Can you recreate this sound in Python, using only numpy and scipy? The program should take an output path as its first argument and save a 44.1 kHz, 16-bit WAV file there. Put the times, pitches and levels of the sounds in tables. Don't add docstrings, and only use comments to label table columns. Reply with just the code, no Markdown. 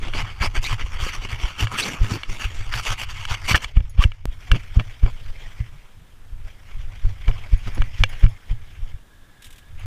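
import sys
import numpy as np
from scipy import signal
from scipy.fft import rfft, irfft
from scipy.io import wavfile
from scipy.ndimage import uniform_filter1d

SR = 44100
rng = np.random.default_rng(int(sys.argv[2]) if len(sys.argv) > 2 else 0)


def unload_audio(sound):
    columns = np.transpose(np.atleast_2d(sound))
    steps = np.round(np.clip(columns, -1, 1) * 32767)
    wavfile.write(sys.argv[1], SR, steps.astype(np.int16))


N = 434813
T = np.arange(N) / SR


# time of a footfall in seconds, relative level in dB, pulse width in ms, wobble level in dB.
FOOTFALLS = [(0.226, -18.5, 28, -21), (0.416, -10.5, 7.5, -30), (.587, -12, 15, -20.5),
             (.72, -14, 18.5, -13), (0.851, -14.5, 11, -42), (1.031, -17, 8.1, -36), (1.333, -15, 6.1, -22),
             (1.447, -10.5, 11, -36), (1.632, -10, 7.4, -9.5), (2.022, -5.5, 12.7, -11),
             (2.12, -8.5, 3.2, -16), (2.305, -16, 25, -25.5), (2.459, -13.5, 11, -21),
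             (2.599, -18.5, 33, -23), (2.752, -17, 7.3, -19), (2.9, -20, 20, -17.5),
             (3.317, -14.5, 5.6, -22.5), (3.515, -8, 3.4, -17), (3.547, -5, 5.3, -42),
             (3.778, -1, 10.4, -30), (3.809, -11, 6.1, -46), (3.997, -1, 10.3, -33),
             (4.059, -2.5, 7.3, -24), (4.292, -14, 13, -55), (4.526, -2.5, 11.5, -11),
             (4.776, -1, 7.8, -10.5), (5.042, -2.5, 10.7, -12), (5.305, -22, 28, -42),
             (5.61, -10.5, 5.8, -22), (6.338, -21.5, 16, -48), (6.455, -21.5, 14, -33),
             (6.764, -20, 25, -31), (6.8, -20, 10.5, -51), (7.059, -7, 19.7, -18), (7.291, -4.5, 14.6, -16),
             (7.541, -2.5, 12, -19), (7.813, -6.5, 20.5, -14.5), (8.014, -5.5, 14, -11),
             (8.247, 1.5, 12.6, -7.5), (8.521, -9.5, 16.6, -19), (8.837, -16.5, 16.4, -37),
             (8.945, -22, 5.9, -34)]

def footfalls(jolt_db=-0.17, mount_hz=106, mount_t60=0.15, wobble_rise_s=0.0072):
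    out, t = np.zeros(N), np.arange(-SR // 10, SR // 3) / SR
    after = np.maximum(t, 0)
    for start, db, width_ms, wobble_db in FOOTFALLS:
        width = width_ms / 1000
        phase = t / width
        snap_s = 0.0016 * amp(-0.39 * db)
        turned = (1 + np.tanh((t + 0.42 * width) / snap_s)) / 2
        push, pull = 0.7 * bell(phase + 0.53), bell(phase / 1.08)
        rebound = 0.16 * bell((phase - 2.26) / 2.45)
        jolt = (1 - turned) * push - turned * pull + rebound
        swing = np.cos(2 * np.pi * mount_hz * rng.uniform(0.883, 1.084) * after)
        onset = 1 - np.exp(-(after / wobble_rise_s) ** 2)
        wobble = swing * onset * amp(-60 * after / mount_t60)
        add(out, start + t[0], amp(db + jolt_db) * jolt - amp(wobble_db) * wobble)
    return out


# start and length in seconds, relative level and treble gain in dB.
FUR_STROKES = [(0, 0.093, -35, -6.5), (0.138, 0.088, -28, -2.5), (0.241, 0.084, -37, -9),
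               (0.41, 0.066, -23, -2), (0.55, 0.041, -26.5, -1.5), (0.627, 0.064, -34, 11),
               (0.687, 0.061, -28.5, -0.5), (0.789, 0.041, -29.5, -9.5), (0.861, 0.013, -35, 0.5),
               (0.917, .06, -38, 0), (0.995, 0.11, -30.5, 3.5), (1.131, 0.032, -33.5, 6.5),
               (1.216, .046, -32, -5), (1.293, 0.061, -31.5, -0.5), (1.392, .12, -34.5, 0),
               (1.59, 0.063, -27, 3), (1.718, 0.066, -32.5, 4), (1.783, 0.028, -24.5, 14.5),
               (1.814, 0.08, -30, 8), (1.879, 0.085, -35.5, 3.5), (2.022, 0.075, -42, 9),
               (2.098, 0.074, -32.5, 6), (2.288, 0.093, -39.5, 7.5), (2.399, 0.062, -32, 5),
               (2.543, 0.066, -47, 11), (2.727, 0.084, -29, 4), (2.831, 0.038, -32.5, 5),
               (2.86, 0.081, -24.5, 2), (2.987, 0.058, -29, 3.5), (3.096, 0.026, -30, 0),
               (3.148, 0.11, -35.5, -1.5), (3.284, 0.028, -30.5, -4), (3.298, 0.058, -25, -2),
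               (3.444, 0.12, -36, 7), (3.483, 0.047, -19.5, 7), (3.553, 0.022, -20.5, 5),
               (3.622, 0.029, -35.5, 9.5), (3.988, 0.022, -33, -22), (4.014, 0.028, -24.5, 2.5),
               (4.54, 0.039, -35.5, -4.5), (4.8, 0.0093, -30.5, -12), (5.034, 0.065, -44.5, -7),
               (7.281, 0.022, -36, 0), (7.673, 0.013, -35.5, 4), (7.777, 0.0084, -35.5, -3),
               (8.231, 0.024, -35, -5)]
# time in seconds, level in dB.
COAT_DRAG = [(0, -47), (.85, -47), (1.2, -42.5), (1.55, -43.5), (1.95, -40.5), (2.25, -44.5), (2.6, -40.5),
             (3.05, -46), (3.64, -41)]
# time in seconds, gain of the low band over the middle band in dB.
STROKE_GRUMBLE = [(0, 4.5), (.6, 0.5), (1.2, -3.5), (1.7, 7.5), (2.12, 16), (2.45, -1), (2.8, -11),
                  (3.3, -14), (3.6, 7), (4.0, -10), (4.55, 20)]
# frequency in Hz, relative spectral density in dB.
SCRAPE_SPECTRUM = [(120, 2.5), (250, -2.5), (600, -6), (1050, 1.5), (1750, -1), (2400, -2), (3350, -3),
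                   (3900, -13), (5000, -10.5), (6500, -12.5), (8000, -18.5), (10500, -24.5), (15000, -30)]
# centre in Hz, width in Hz, height in dB.
CAVITY_PEAKS = [(1276, 17, 8.5), (2213, 310, 6), (2886, 660, 5), (4560, 190, 8), (5770, 200, 4)]
ATTACK_S, RELEASE_S, SAG_DB = 0.027, 0.024, -2

def scraping(stroke_db=0.5, chatter_db=2, chatter_hz=110, low_hz=500, treble_hz=4500):
    rub = colour(slips(per_s=11000, spread_db=0.75), SCRAPE_SPECTRUM, CAVITY_PEAKS)
    rub = unit(wander(rub) * amp(chatter_db * drift(chatter_hz)))
    strokes = [(*row, np.interp(row[0], *np.transpose(STROKE_GRUMBLE))) for row in FUR_STROKES]
    shoves = [(start - 0.013, 0.014, -36.5 + 1.2 * db, -3, 16.5) for start, db, _, _ in FOOTFALLS]
    powers = np.tile(level(COAT_DRAG) ** 2, (3, 1))
    for start, length, db, treble_db, low_db in strokes + shoves:
        envelope = stroke_envelope(length)
        for power, band_db in zip(powers, (low_db, 0, treble_db)):
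            add(power, start - ATTACK_S / 2, (amp(stroke_db + db + band_db) * envelope) ** 2)
    hz, spectrum = np.fft.rfftfreq(N, 1 / SR), rfft(rub)
    low = 1 / (1 + (hz / low_hz) ** 4)
    treble = 1 - 1 / (1 + (hz / treble_hz) ** 4)
    bands = [irfft(spectrum * share, N) for share in (low, 1 - low - treble, treble)]
    return sum(np.sqrt(power) * sound for power, sound in zip(powers, bands))


def stroke_envelope(length):
    t = np.arange(-ATTACK_S / 2, length + RELEASE_S / 2, 1 / SR)
    contact = np.clip(0.5 + np.minimum(t / ATTACK_S, (length - t) / RELEASE_S), 0, 1)
    return contact * amp(SAG_DB * np.maximum(t, 0) / length)


# time of a knock in seconds, level of its first 5 ms in dB, low-pass corner in Hz.
CASE_KNOCKS = [(.136, -27, 3500), (0.412, -31, 3000), (1.065, -29.5, 403), (1.594, -31, 5000),
               (1.671, -25, 3100), (1.786, -28, 9000), (2.234, -26, 4370), (2.739, -23.5, 3000),
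               (3.253, -25.5, 5950), (3.513, -20, 7000), (3.546, -15, 1500), (3.551, -17, 1570),
               (3.557, -16.5, 9070), (3.577, -28, 4000), (3.645, -24, 5100), (3.77, -34, 1480),
               (3.805, -42, 2940), (4.039, -16.5, 4640), (4.119, -36.5, 3580), (4.516, -14.5, 5200),
               (4.546, -32, 2500), (4.797, -25.5, 3000), (5.063, -34.5, 2450), (7.281, -28.5, 3700),
               (7.313, -37, 2500), (7.679, -47, 900), (7.82, -25, 2410), (8.037, -10.5, 4370),
               (8.264, -33, 2500)]
# frequency in Hz, relative level in dB, 60 dB decay time in seconds.
CASE_MODES = [(524, -23, 0.042), (1286, 0, 0.0067), (1650, -9.5, 0.019), (2275, -7, 0.023),
              (2690, -21, 0.062), (2937, 2, 0.0089), (3350, -7, 0.014), (4240, -10.5, 0.0077),
              (5060, -11, 0.0033), (5830, -35, 0.009), (6100, -20, 0.022), (8160, -33, 0.002),
              (10540, -31, 0.013)]

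def case_knocks(spot_db=1.8, crack_s=0.0021, rise_s=0.00065, bounce_s=0.000865):
    out, t = np.zeros(N), np.arange(SR // 10) / SR
    for start, db, corner_hz in CASE_KNOCKS:
        ring = np.zeros(len(t))
        for hz, mode_db, t60 in CASE_MODES:
            envelope = amp(mode_db + spot_db * rng.standard_normal() - 60 * t / t60)
            ring += envelope * np.sin(2 * np.pi * (hz * rng.uniform(1.0, 1.02) * t + rng.random()))
        crack = 0.45 * rng.standard_normal(len(t)) * np.exp(-t / crack_s)
        strike = (ring + crack) * (1 - np.exp(-t / rise_s))
        rebound = 0.23 * np.interp(t - bounce_s * rng.uniform(0.68, 1.68), t, strike, left=0)
        knock = band(strike + rebound, corner_hz, "low")
        add(out, start - 0.0005, amp(db) * knock / np.std(knock[:SR // 200]))
    return out


# start of a creak in seconds, length in seconds, pitch at its middle in Hz, level in dB.
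HARNESS_CREAKS = [(.13, 0.094, 4800, -43), (0.414, 0.06, 4780, -35), (1.819, 0.028, 4100, -30),
                  (0.639, 0.055, 2300, -32), (.631, .046, 3900, -34), (1.731, 0.041, 1270, -34),
                  (1.87, 0.064, 249, -40.5), (2.112, 0.065, 313, -36), (3.538, 0.025, 1660, -17),
                  (3.997, 0.039, 1140, -30), (5.706, 0.079, 141, -49), (5.94, .12, 157, -57)]

def harness_creaks(q=7, pitch_rise=0.26):
    out = np.zeros(N)
    for start, length, hz, db in HARNESS_CREAKS:
        size = int(length * SR)
        tone = resonant_noise(SR // 2, hz, hz / q)
        speed = 1 + pitch_rise * np.linspace(-0.5, 0.5, size)
        glide = np.interp(len(tone) / 2 + np.cumsum(speed), np.arange(len(tone)), tone)
        add(out, start, amp(db) * unit(glide * signal.windows.tukey(size, 0.7)))
    return out


# time in seconds, relative level in dB.
PACE_RUSTLE = [(3.64, -53), (3.72, -56), (4.11, -54.5), (4.35, -63), (4.47, -48), (4.69, -51.5),
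               (5.46, -49.5), (5.99, -59.5), (6.36, -59.5), (6.61, -56.5), (7.08, -54), (7.45, -47.5),
               (8.14, -49.5), (8.31, -52.5), (8.55, -58.5), (8.71, -53.5), (9.05, -61), (9.85, -58)]
# middle of a leg's swing in seconds, relative level in dB.
LEG_SWISHES = [(3.672, -45), (4.33, -48.5), (4.42, -47.5), (4.6, -48), (4.74, -53), (4.86, -51),
               (4.94, -72), (5.09, -56), (5.29, -65), (5.37, -69), (5.45, -46), (5.6, -54), (5.72, -60),
               (6.48, -47.5), (6.71, -48), (6.81, -49.5), (6.92, -53), (7.0, -51), (7.08, -46.5),
               (7.24, -49), (7.36, -48), (7.67, -46), (7.75, -44), (7.88, -52), (8.0, -42), (8.13, -41.5),
               (8.21, -44), (8.5, -47), (8.7, -51.5), (8.9, -51.5), (9.82, -48.5)]
# frequency in Hz, relative spectral density in dB.
COAT_SPECTRUM = [(150, -10), (300, -8), (700, -4.5), (1300, -2.5), (1750, -1.5), (2230, 3), (2650, -3.5),
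                 (3250, -1), (3950, -14), (5200, -10.5), (7000, -17.5), (9000, -24.5), (15000, -30)]

def brushing(rustle_db=1, still_db=-61, swish_db=-1, swish_s=0.047, flutter_db=2, flutter_hz=40):
    friction = wander(colour(slips(per_s=12000, spread_db=0.5), COAT_SPECTRUM))
    friction = unit(friction * amp(flutter_db * drift(flutter_hz)))
    rustle_power = amp(rustle_db) ** 2 * np.maximum(level(PACE_RUSTLE) ** 2 - amp(still_db) ** 2, 0)
    swish_power = sum(amp(swish_db + db) ** 2 * bell(np.clip((T - middle) / swish_s, -10, 10))
                      for middle, db in LEG_SWISHES)
    return np.sqrt(rustle_power + swish_power) * friction


# time at which the leash clip touches its ring in seconds, relative level in dB.
CLIP_TINKS = [(3.896, -41), (7.575, -46), (7.748, -38), (8.093, -40), (8.195, -45), (8.291, -47),
              (9.795, -47)]
CLIP_MODES = [(6650, -4, .07), (10720, -6, 0.1), (11100, -12, 0.085), (14950, -31, .08), (15350, -13, .06)]

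def leash_clip(gain_db=-4, tick_s=0.0043):
    out, t = np.zeros(N), np.arange(SR // 4) / SR
    for start, db in CLIP_TINKS:
        ring = sum(amp(mode_db - 60 * t / t60) * np.sin(2 * np.pi * (hz * t + rng.random()))
                   for hz, mode_db, t60 in CLIP_MODES)
        tick = 0.62 * band(rng.standard_normal(len(t)), 5000, "high") * np.exp(-t / tick_s)
        add(out, start, amp(gain_db + db) * (ring + tick))
    return out


def click(start_s=4.2555, peak_db=-13.5, decay_s=0.0026):
    out, t = np.zeros(N), np.arange(SR // 50) / SR
    add(out, start_s, amp(peak_db) * np.exp(-t / decay_s))
    return out


# time of a tiny snap in seconds, relative level in dB.
DRY_SNAPS = [(9.422, -36), (9.444, -35), (9.455, -49), (9.467, -42), (9.505, -39), (9.527, -40),
             (9.559, -44), (9.581, -39.5)]
# frequency in Hz, relative spectral density in dB.
SNAP_SPECTRUM = [(500, -31), (1700, 1.5), (3700, 8.5), (4300, -4), (8000, 1), (15000, -7)]

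def crackle(gain_db=-7, decay_s=0.012):
    envelope, t = np.zeros(N), np.arange(SR // 20) / SR
    for start, db in DRY_SNAPS:
        add(envelope, start, amp(gain_db + db) * np.exp(-t / decay_s))
    return envelope * colour(rng.standard_normal(N), SNAP_SPECTRUM)


# time in seconds, relative level in dB.
WIND_GUSTS = [(0, -26.5), (.4, -31), (1.3, -32), (2.15, -45), (2.6, -32.5), (3.5, -32.5), (4.2, -35.5),
              (5.1, -34.5), (6.1, -51.5), (6.36, -34.5), (6.62, -43), (7.05, -31), (8.2, -31),
              (8.45, -42.5), (8.9, -37.5), (9.05, -48.5), (9.6, -49.5), (9.85, -25.5)]
# frequency in Hz, relative spectral density in dB.
WIND_SPECTRUM = [(8, 4), (18, 4), (35, -4.5), (60, -11.5), (100, -9), (150, -26), (250, -50.5), (600, -52),
                 (2000, -111)]

def wind(gain_db=4, lumps_db=3.5, lumps_hz=9):
    rumble = colour(rng.standard_normal(N), WIND_SPECTRUM)
    return amp(gain_db) * level(WIND_GUSTS) * unit(rumble * amp(lumps_db * drift(lumps_hz)))


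# time in seconds, relative level in dB.
HISS_LEVEL = [(0, -57), (4.25, -66), (4.27, -54), (9.86, -53.5)]
# frequency in Hz, relative spectral density in dB.
HISS_SPECTRUM = [(150, -5.5), (220, -5.5), (350, -12), (700, -15), (1400, -15), (2400, -22), (3700, -20.5),
                 (4300, -26), (9000, -27.5), (15000, -31.5)]
# centre in Hz, width in Hz, height in dB.
HISS_PEAKS = [(1720, 130, 4.5), (8750, 940, 1)]

def outdoor_hiss(gain_db=-4):
    return amp(gain_db) * level(HISS_LEVEL) * colour(rng.standard_normal(N), HISS_SPECTRUM, HISS_PEAKS)


# time in seconds, relative level in dB.
WHINE_LEVEL = [(8.5, -68), (9.0, -70), (9.45, -64), (9.86, -68)]
# centre of a band in Hz, resonator width in Hz, relative level in dB.
WHINE_RESONANCES = [(1650, 170, -4), (3520, 450, -11)]

def distant_whine(gain_db=3.5):
    bands = sum(amp(db) * unit(resonant_noise(N, hz, width)) for hz, width, db in WHINE_RESONANCES)
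    return amp(gain_db) * level(WHINE_LEVEL) * unit(bands)


def slips(per_s, spread_db):
    size = amp(spread_db * np.minimum(rng.exponential(1, N), 4))
    return unit(size * rng.standard_normal(N) * (rng.random(N) < per_s / SR))


def wander(x, depth_db=3, patch_frames=14, patch_bins=7):
    spectra = signal.stft(x, nperseg=512, noverlap=384)[2]
    patches = uniform_filter1d(rng.standard_normal(spectra.shape[::-1]), patch_frames, 0)
    patches = unit(uniform_filter1d(patches, patch_bins, 1))
    return unit(signal.istft(spectra * amp(depth_db * patches.T), nperseg=512, noverlap=384)[1][:N])


def colour(x, spectrum, peaks=()):
    hz = np.fft.rfftfreq(len(x), 1 / SR)
    curve_hz, curve_db = np.transpose(spectrum)
    shape_db = np.interp(np.log(hz + 1), np.log(curve_hz), curve_db)
    for centre, width, height in peaks:
        shape_db += height / (1 + (2 * (hz - centre) / width) ** 2)
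    bass_rolloff = np.minimum(hz / curve_hz[0], 1) ** 2
    return unit(irfft(rfft(x) * amp(shape_db) * bass_rolloff, len(x)))


def resonant_noise(size, hz, width):
    b, a = signal.iirpeak(hz, hz / width, fs=SR)
    return signal.lfilter(b, a, signal.lfilter(b, a, rng.standard_normal(size)))


def band(x, hz, kind):
    return signal.sosfilt(signal.butter(2, hz, kind, fs=SR, output="sos"), x)


def drift(hz):
    return unit(band(rng.standard_normal(N), hz, "low"))


def level(curve):
    times, db = np.transpose(curve)
    gate = np.interp(T, [times[0] - 0.03, times[0], times[-1], times[-1] + 0.03], [0, 1, 1, 0])
    return amp(np.interp(T, times, db)) * gate


def bell(u):
    return 2 ** (-(2 * u) ** 2)


def amp(db):
    return 10 ** (np.asarray(db) / 20)


def unit(x):
    return x / np.sqrt(np.mean(x ** 2) + 1e-20)


def add(mix, start_s, sound):
    part = mix[max(round(start_s * SR), 0):][:len(sound)]
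    part += sound[:len(part)]


def scene():
    handling = scraping() + harness_creaks() + brushing() + footfalls() + case_knocks()
    return (handling + leash_clip() + crackle() + click() + wind() + outdoor_hiss() + distant_whine())[None]


def record(dry):
    rounded = dry / (1 + dry ** 8) ** (1 / 8)
    low_pass = signal.firwin(401, cutoff=15450, window=("kaiser", 9), fs=SR)
    return signal.oaconvolve(rounded, low_pass[None], "same")


dry = scene()
out = record(dry)
unload_audio(out)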